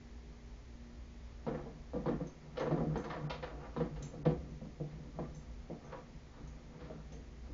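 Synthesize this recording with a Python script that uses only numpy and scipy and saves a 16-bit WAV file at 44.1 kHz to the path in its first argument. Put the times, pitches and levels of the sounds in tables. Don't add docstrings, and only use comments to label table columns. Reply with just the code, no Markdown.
import sys
import numpy as np
from scipy import signal
from scipy.fft import rfft, irfft
from scipy.io import wavfile
from scipy.ndimage import uniform_filter1d

SR = 44100
rng = np.random.default_rng(int(sys.argv[2]) if len(sys.argv) > 2 else 0)


def dump_mix(stems):
    frames = np.atleast_2d(stems).T
    limited = np.clip(frames, -1, 1)
    pcm = np.round(limited * 32767).astype(np.int16)
    wavfile.write(sys.argv[1], SR, pcm)


def convert_level_to_amplitude(level_db):
    exponent = np.asarray(level_db, float) / 20
    return 10 ** exponent


N = 332204
T = np.arange(N) / SR


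def level(x, db):
    return x * convert_level_to_amplitude(db) / np.sqrt(np.mean(x ** 2))


def band(x, lo_hz, hi_hz, order=2):
    edges_hz = [lo_hz, min(hi_hz, 0.45 * SR)]
    return signal.sosfilt(signal.butter(order, edges_hz, "bandpass", fs=SR, output="sos"), x)


def low(x, top_hz, order):
    return signal.sosfilt(signal.cheby2(order, 70, top_hz, fs=SR, output="sos"), x)


def log_curve(hz, table):
    table_hz, value = np.transpose(table)
    return np.interp(np.log(hz), np.log(table_hz), value)


def walk(rate):
    hold = int(SR / rate)
    steps = np.repeat(rng.standard_normal(N // hold + 1), hold)
    return 1.6 * uniform_filter1d(uniform_filter1d(steps, hold), hold)[:N]


def grit(shape, spread_db):
    size = np.minimum(rng.exponential(size=shape), 4)
    return rng.standard_normal(shape) * convert_level_to_amplitude(spread_db * size)


def ring(modes, t):
    out = 0
    for k, (hz, db, t60) in enumerate(modes):
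        out = out + (-1) ** k * convert_level_to_amplitude(db - 60 * t / t60) * np.sin(2 * np.pi * hz * t)
    return out


def place(times, rows):
    out = np.zeros(N + rows.shape[1])
    for s, row in zip(times, rows):
        start = int(s * SR)
        out[start:start + len(row)] += row
    return out[:N]


# (frequency [Hz], density [dB per Hz])
AIR_COLOUR = [(20, -5.5), (40, 0.5), (75, -5), (150, -11), (250, -11), (450, -17), (800, -21),
              (1450, -27.5), (2000, -23.5), (2750, -29.5), (6400, -32), (7400, -34.5)]


def air():
    hz = np.maximum(np.fft.rfftfreq(N, 1 / SR), 1)
    spectrum = rfft(rng.standard_normal(N)) * convert_level_to_amplitude(log_curve(hz, AIR_COLOUR))
    return level(irfft(spectrum, N), -58)


# (multiple of the base note [1], level [dB])
HUM_HARMONICS = [(1, -60.5), (2, -69), (3, -77), (4, -63), (5, -79), (6, -78), (7, -74.5), (10, -79.5)]
# (time [s], level [dB])
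FLOOR_RUMBLE = [(0.0, -50), (0.04, -51), (0.4, -54.5), (2.2, -48), (2.35, -63), (3.0, -45), (3.06, -64),
                (3.29, -49.5), (3.77, -54.5), (3.92, -47.5), (4.17, -56), (4.4, -44.5), (4.7, -54),
                (5.51, -53.5), (5.64, -44.5), (5.73, -57.5), (7.42, -53), (7.53, -44)]


def fridge():
    hum_hz = 59.07 * (1 + 0.0023 * walk(2.6))
    turn = 2 * np.pi * np.cumsum(hum_hz) / SR
    hum = 0
    for k, db in HUM_HARMONICS:
        hum = hum + np.sqrt(2) * convert_level_to_amplitude(db + 2.0 * walk(9.3)) * np.sin(k * turn + k * k)
    s, db = np.transpose(FLOOR_RUMBLE)
    noise = rng.standard_normal((2, N))
    rumble = level(band(noise[0], 47.5, 65.6), -1.2) + level(band(noise[1], 33, 34), -12.0)
    return hum + rumble * convert_level_to_amplitude(np.interp(T, s, db))


# (time [s], chink level [dB], upper mode relative level [dB])
TAG_CHINKS = [(2.2702, -55, -21), (2.597, -54, -11), (2.9752, -54, -8), (3.041, -61.5, -4),
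              (4.024, -47, -0.5), (4.0574, -65, -22), (4.0941, -68, -23), (4.506, -68, -8),
              (5.348, -55.5, -5), (5.849, -62.5, -23), (6.476, -56, -31), (7.1227, -56, -15)]
# (frequency [Hz], level [dB], t60 [s])
TAG_MODES = [(6330, 1.5, 0.021), (7180, 3, 0.051), (5890, -12.5, 0.067), (4130, -11.5, 0.013)]


def tag():
    s, db, upper_db = np.transpose(TAG_CHINKS)
    t = T[:SR // 5]
    strikes = rng.standard_normal((len(s), len(t))) * np.exp(-t / 0.008)
    out = 0
    for k, mode in enumerate(TAG_MODES):
        part = signal.fftconvolve(strikes, ring([mode], t)[None], axes=1)[:, :len(t)]
        part = part / np.abs(part).max(axis=1, keepdims=True) * convert_level_to_amplitude(mode[1])
        chink_db = db + (upper_db if k == 1 else 0) - 2.0
        out = out + place(s - 0.001, part * convert_level_to_amplitude(chink_db)[:, None])
    return out


# (time [s], level [dB])
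LEAF_JOLTS = [(1.474, -39), (2.099, -42.5), (2.705, -31.5), (2.809, -30.5), (2.961, -47), (3.234, -31),
              (3.767, -45), (4.261, -30.5), (4.608, -48), (4.802, -34.5), (4.99, -40), (5.309, -42.5),
              (5.75, -57), (6.18, -57), (6.928, -57), (7.047, -58)]
# (frequency [Hz], level [dB], t60 [s])
LEAF_MODES = [(151.9, -0.5, 0.32), (183.6, -11, 0.29), (150.2, -7.5, 1.4)]


def leaf():
    s, db = np.transpose(LEAF_JOLTS)
    t = T[:SR]
    push_s = 0.0093
    detune = 1 + 0.01 * rng.standard_normal((len(s), 1))
    swell = (1 - np.exp(-t / push_s)) * (1 - t / t[-1])
    return place(s - 0.004, convert_level_to_amplitude(db - 4.5)[:, None] * swell * ring(LEAF_MODES, t * detune))


# (frequency [Hz], level [dB], t60 [s])
DOOR_MODES = [(155.4, 2, 0.13), (183, -9, 0.13), (223.2, -2.5, 0.095), (248.3, -8, 0.099),
              (298.3, -8, 0.12), (352.4, -7.5, 0.17), (450, -2.5, 0.08), (488.4, -0.5, 0.12),
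              (575.5, -1.5, 0.065), (609, -3.5, 0.051), (719.4, -12, 0.18), (755.5, -14, 0.16),
              (1000, -7.5, 0.078), (1094, -4.5, 0.071), (1421, -12.5, 0.11), (1696, -17.5, 0.049),
              (1980, -19, 0.045), (2620, -16, 0.058), (3560, -16, .04)]


def door(force, modes_db, spots=1):
    t = T[:SR // 8]
    chance = spots * rng.standard_normal((len(force), len(DOOR_MODES), 2, 1))
    body = 0
    for k, (hz, db, t60) in enumerate(DOOR_MODES):
        spot_hz = hz * (1 + 0.023 * chance[:, k, 0])
        spot_db = db + 4.06 * chance[:, k, 1]
        body = body + (-1) ** k * ring([(spot_hz, spot_db, t60)], t)
    soft_hz = 1510
    force = signal.lfilter([1], [1, -np.exp(-2 * np.pi * soft_hz / SR)], force)
    ringing = signal.fftconvolve(force, body, axes=1)[:, :force.shape[-1]]
    return force + convert_level_to_amplitude(modes_db) * ringing


# (time [s], lean of the body level [dB], slide of fur and flap level [dB])
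BODY_RUB = [(1.3, -67, -69.5), (1.59, -46, -57.5), (1.96, -69, -71), (2.11, -49, -53), (2.32, -69, -63),
            (2.58, -48, -53.5), (2.79, -41, -51), (3.54, -54, -52.5), (4.51, -48.5, -65.5),
            (4.65, -56, -71), (5.2, -51, -64), (5.6, -61.5, -64), (5.9, -50, -58), (6.09, -56, -69),
            (6.7, -54, -61.5), (7.01, -50.5, -59.5), (7.25, -55.5, -66.5), (7.53, -55, -63)]


def rub():
    s, lean_db, drag_db = np.transpose(BODY_RUB)
    friction = door(grit((2, N), 3.0), -42.0, spots=0)
    lean_gain = convert_level_to_amplitude(np.interp(T, s, lean_db) + 2.2 * walk(20))
    drag_gain = convert_level_to_amplitude(np.interp(T, s, drag_db) + 2.6 * walk(25))
    lean = level(band(friction[0], 135, 311), -5.6) * lean_gain
    drag = level(band(friction[1], 330, 1415), -6.0) * drag_gain
    return lean + drag


# (time [s], knock level [dB], weight: relative thud [dB], hardness: relative clack [dB])
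BODY_THUMPS = [(1.465, -36, 6.5, -7), (1.48, -35, -4, -9.5), (1.54, -38, -2, -12.5),
               (1.658, -43.5, -3.5, -29), (1.933, -38.5, 7.5, -13), (1.956, -34.5, 3, -15.5),
               (2.058, -33.5, 7, -6.5), (2.081, -32, 5, -8), (2.111, -37, 4.5, -15),
               (2.202, -38.5, 8.5, -28), (2.666, -36.5, 4.5, -6.5), (2.71, -30, 1.5, -12),
               (2.775, -37.5, 6.5, -8.5), (2.805, -32, -0.5, -25.5), (2.836, -41.5, 11.5, -21),
               (2.956, -34.5, 4, -4), (3.165, -44.5, 2, -5), (3.232, -59.5, 19, 5), (3.763, -36.5, 7, -5),
               (3.801, -33, 2.5, -8), (4.133, -45, 0, -18), (4.258, -27, 4, -17), (4.276, -50.5, 18.5, -3),
               (4.614, -50, 15, -21), (4.799, -40.5, 3.5, -28), (4.991, -58, 7, -12),
               (5.187, -36, 2.5, -13.5), (5.698, -39.5, 4.5, -26), (6.898, -42.5, 3, -16),
               (7.491, -56.5, 12, -18)]
# (time [s], clack level [dB], relative panel knock [dB], relative edge click [dB])
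FLAP_SLAPS = [(2.571, -49, 15, 0), (2.596, -49, 16, -1.5), (2.615, -45, 12.5, -42.5),
              (3.04, -49, 6.5, -7.5), (3.099, -43, -0.5, -9.5), (3.13, -47, 4, -12),
              (3.298, -41.5, 2.5, -1.5), (3.426, -44, 5.5, -8), (3.5, -62, 17, -16), (3.96, -59, 11, -4),
              (4.024, -70.5, -3, 10.5), (4.252, -46, 9.5, -6), (5.92, -48, 5, -16), (6.8, -58, 4, -7),
              (6.84, -64, 9, -1), (7.119, -70.5, 16, 6), (2.2, -63.5, 10, -16), (4.9, -66, 3, -3),
              (5.23, -61, 10, -17), (2.6, -58, 14, -10), (4.645, -67, 14.5, -6), (2.6, -46, 7, -12),
              (2.556, -61.5, 13, -9)]
REBOUND_LOSS = [-12.5, -6, -10.5, -12]


def contacts():
    s, knock, weight, hardness = np.transpose(BODY_THUMPS)
    thump_clack = knock + hardness
    thumps = [s, knock, knock + weight, thump_clack, thump_clack - 18.5]
    s, clack, panel, edge = np.transpose(FLAP_SLAPS)
    slap_knock = clack + panel
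    slaps = [s, slap_knock, slap_knock - 16, clack, clack + edge]
    first = np.hstack([thumps, slaps])
    chance = rng.standard_normal((3, first.shape[1]))
    gap_s = 0.036 * np.exp(0.15 * chance[0])
    rebound = np.vstack([first[0] + gap_s, first[1:] + np.array(REBOUND_LOSS)[:, None]])
    rattle_scatter = np.exp(0.15 * chance[1:].ravel())
    return np.hstack([first, rebound]), rattle_scatter


# (low edge [Hz], high edge [Hz], polarity [1])
KNOCK_BANDS = [(320, 820, -1), (165, 320, 1), (820, 2000, 1), (2000, 5000, -1)]


def knocks():
    (s, *band_db), scatter = contacts()
    kind = np.tile(np.repeat([0, 1], [len(BODY_THUMPS), len(FLAP_SLAPS)]), 2)
    rattle_s = np.array([0.014, 0.018])[kind] * scatter
    blow_db = np.array([11, -0.5])[kind] + 0.37 * (band_db[0] + 35.5)
    t = T[:SR // 5]
    softness_db = -np.minimum(band_db[0] + 36, 0)
    rise_s = np.array([0.005, 0.0028])[kind] * convert_level_to_amplitude(0.4 * softness_db)
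    rise = (1 - np.exp(-t / rise_s[:, None])) ** 2
    fade = np.exp(-t / np.clip(rattle_s, 0.002, 0.05)[:, None])
    blow = convert_level_to_amplitude(blow_db)[:, None] * np.exp(-((t - 0.004) / 0.00031) ** 2)
    struck = door(grit((len(s), len(t)), 3.96) * rise * fade + blow, -36.0)
    out = 0
    for (lo_hz, hi_hz, sign), db, gain_db in zip(KNOCK_BANDS, band_db, [-0.5, -4.0, 1.07, -0.3]):
        part = sign * band(struck, lo_hz, hi_hz, order=3)
        crest = np.sqrt(2 * uniform_filter1d(part ** 2, size=220).max(axis=1))
        out = out + place(s - 0.003, part * (convert_level_to_amplitude(db + gain_db) / crest)[:, None])
    return out


# (frequency [Hz], t60 [s])
ROOM_DECAY = [(60, 0.35), (300, 0.31), (800, 0.3), (2000, 0.28), (6000, 0.27)]
# (frequency [Hz], level [dB], t60 [s])
STANDING_WAVES = [(151.36, -3.5, 0.81), (293, -14, 0.51), (490, -24.5, 0.17)]


def room(x, wet_db, boom_db):
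    t, tail = T[:SR // 2], 0
    for hz in 70 * 2 ** np.arange(0, 7, 0.5):
        t60 = log_curve(hz, ROOM_DECAY)
        noise = band(rng.standard_normal(len(t)), hz / 1.115, hz * 1.202)
        tail = tail + noise * convert_level_to_amplitude(-60 * t / t60)
    tail = tail * (1 - np.exp(-t / 0.0016))
    tail = tail / np.sqrt(np.sum(tail ** 2)) * convert_level_to_amplitude(wet_db)
    tail = tail + ring(STANDING_WAVES, t) * convert_level_to_amplitude(boom_db)
    return x + signal.fftconvolve(x, tail)[:N]


def scene():
    dog = room(knocks() + rub(), -8.0, -66.0) + leaf()
    chinks = room(tag(), -3.5, -85.0)
    return (dog + chinks + fridge() + air())[None]


def top_cut(x):
    return signal.sosfilt(signal.butter(12, 7940, fs=SR, output="sos"), x)


DULLED = [
    3.287,
    4.241,
]


def record(dry):
    x = low(dry, 7980, order=16)
    near = sum(1.0 * (np.abs(T - s) < 0.009) for s in DULLED)
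    duck = uniform_filter1d(near, size=64)
    mix = x + duck * (low(x, 4350, order=6) - x)
    return top_cut(mix)


dry = scene()
out = record(dry)
dump_mix(out)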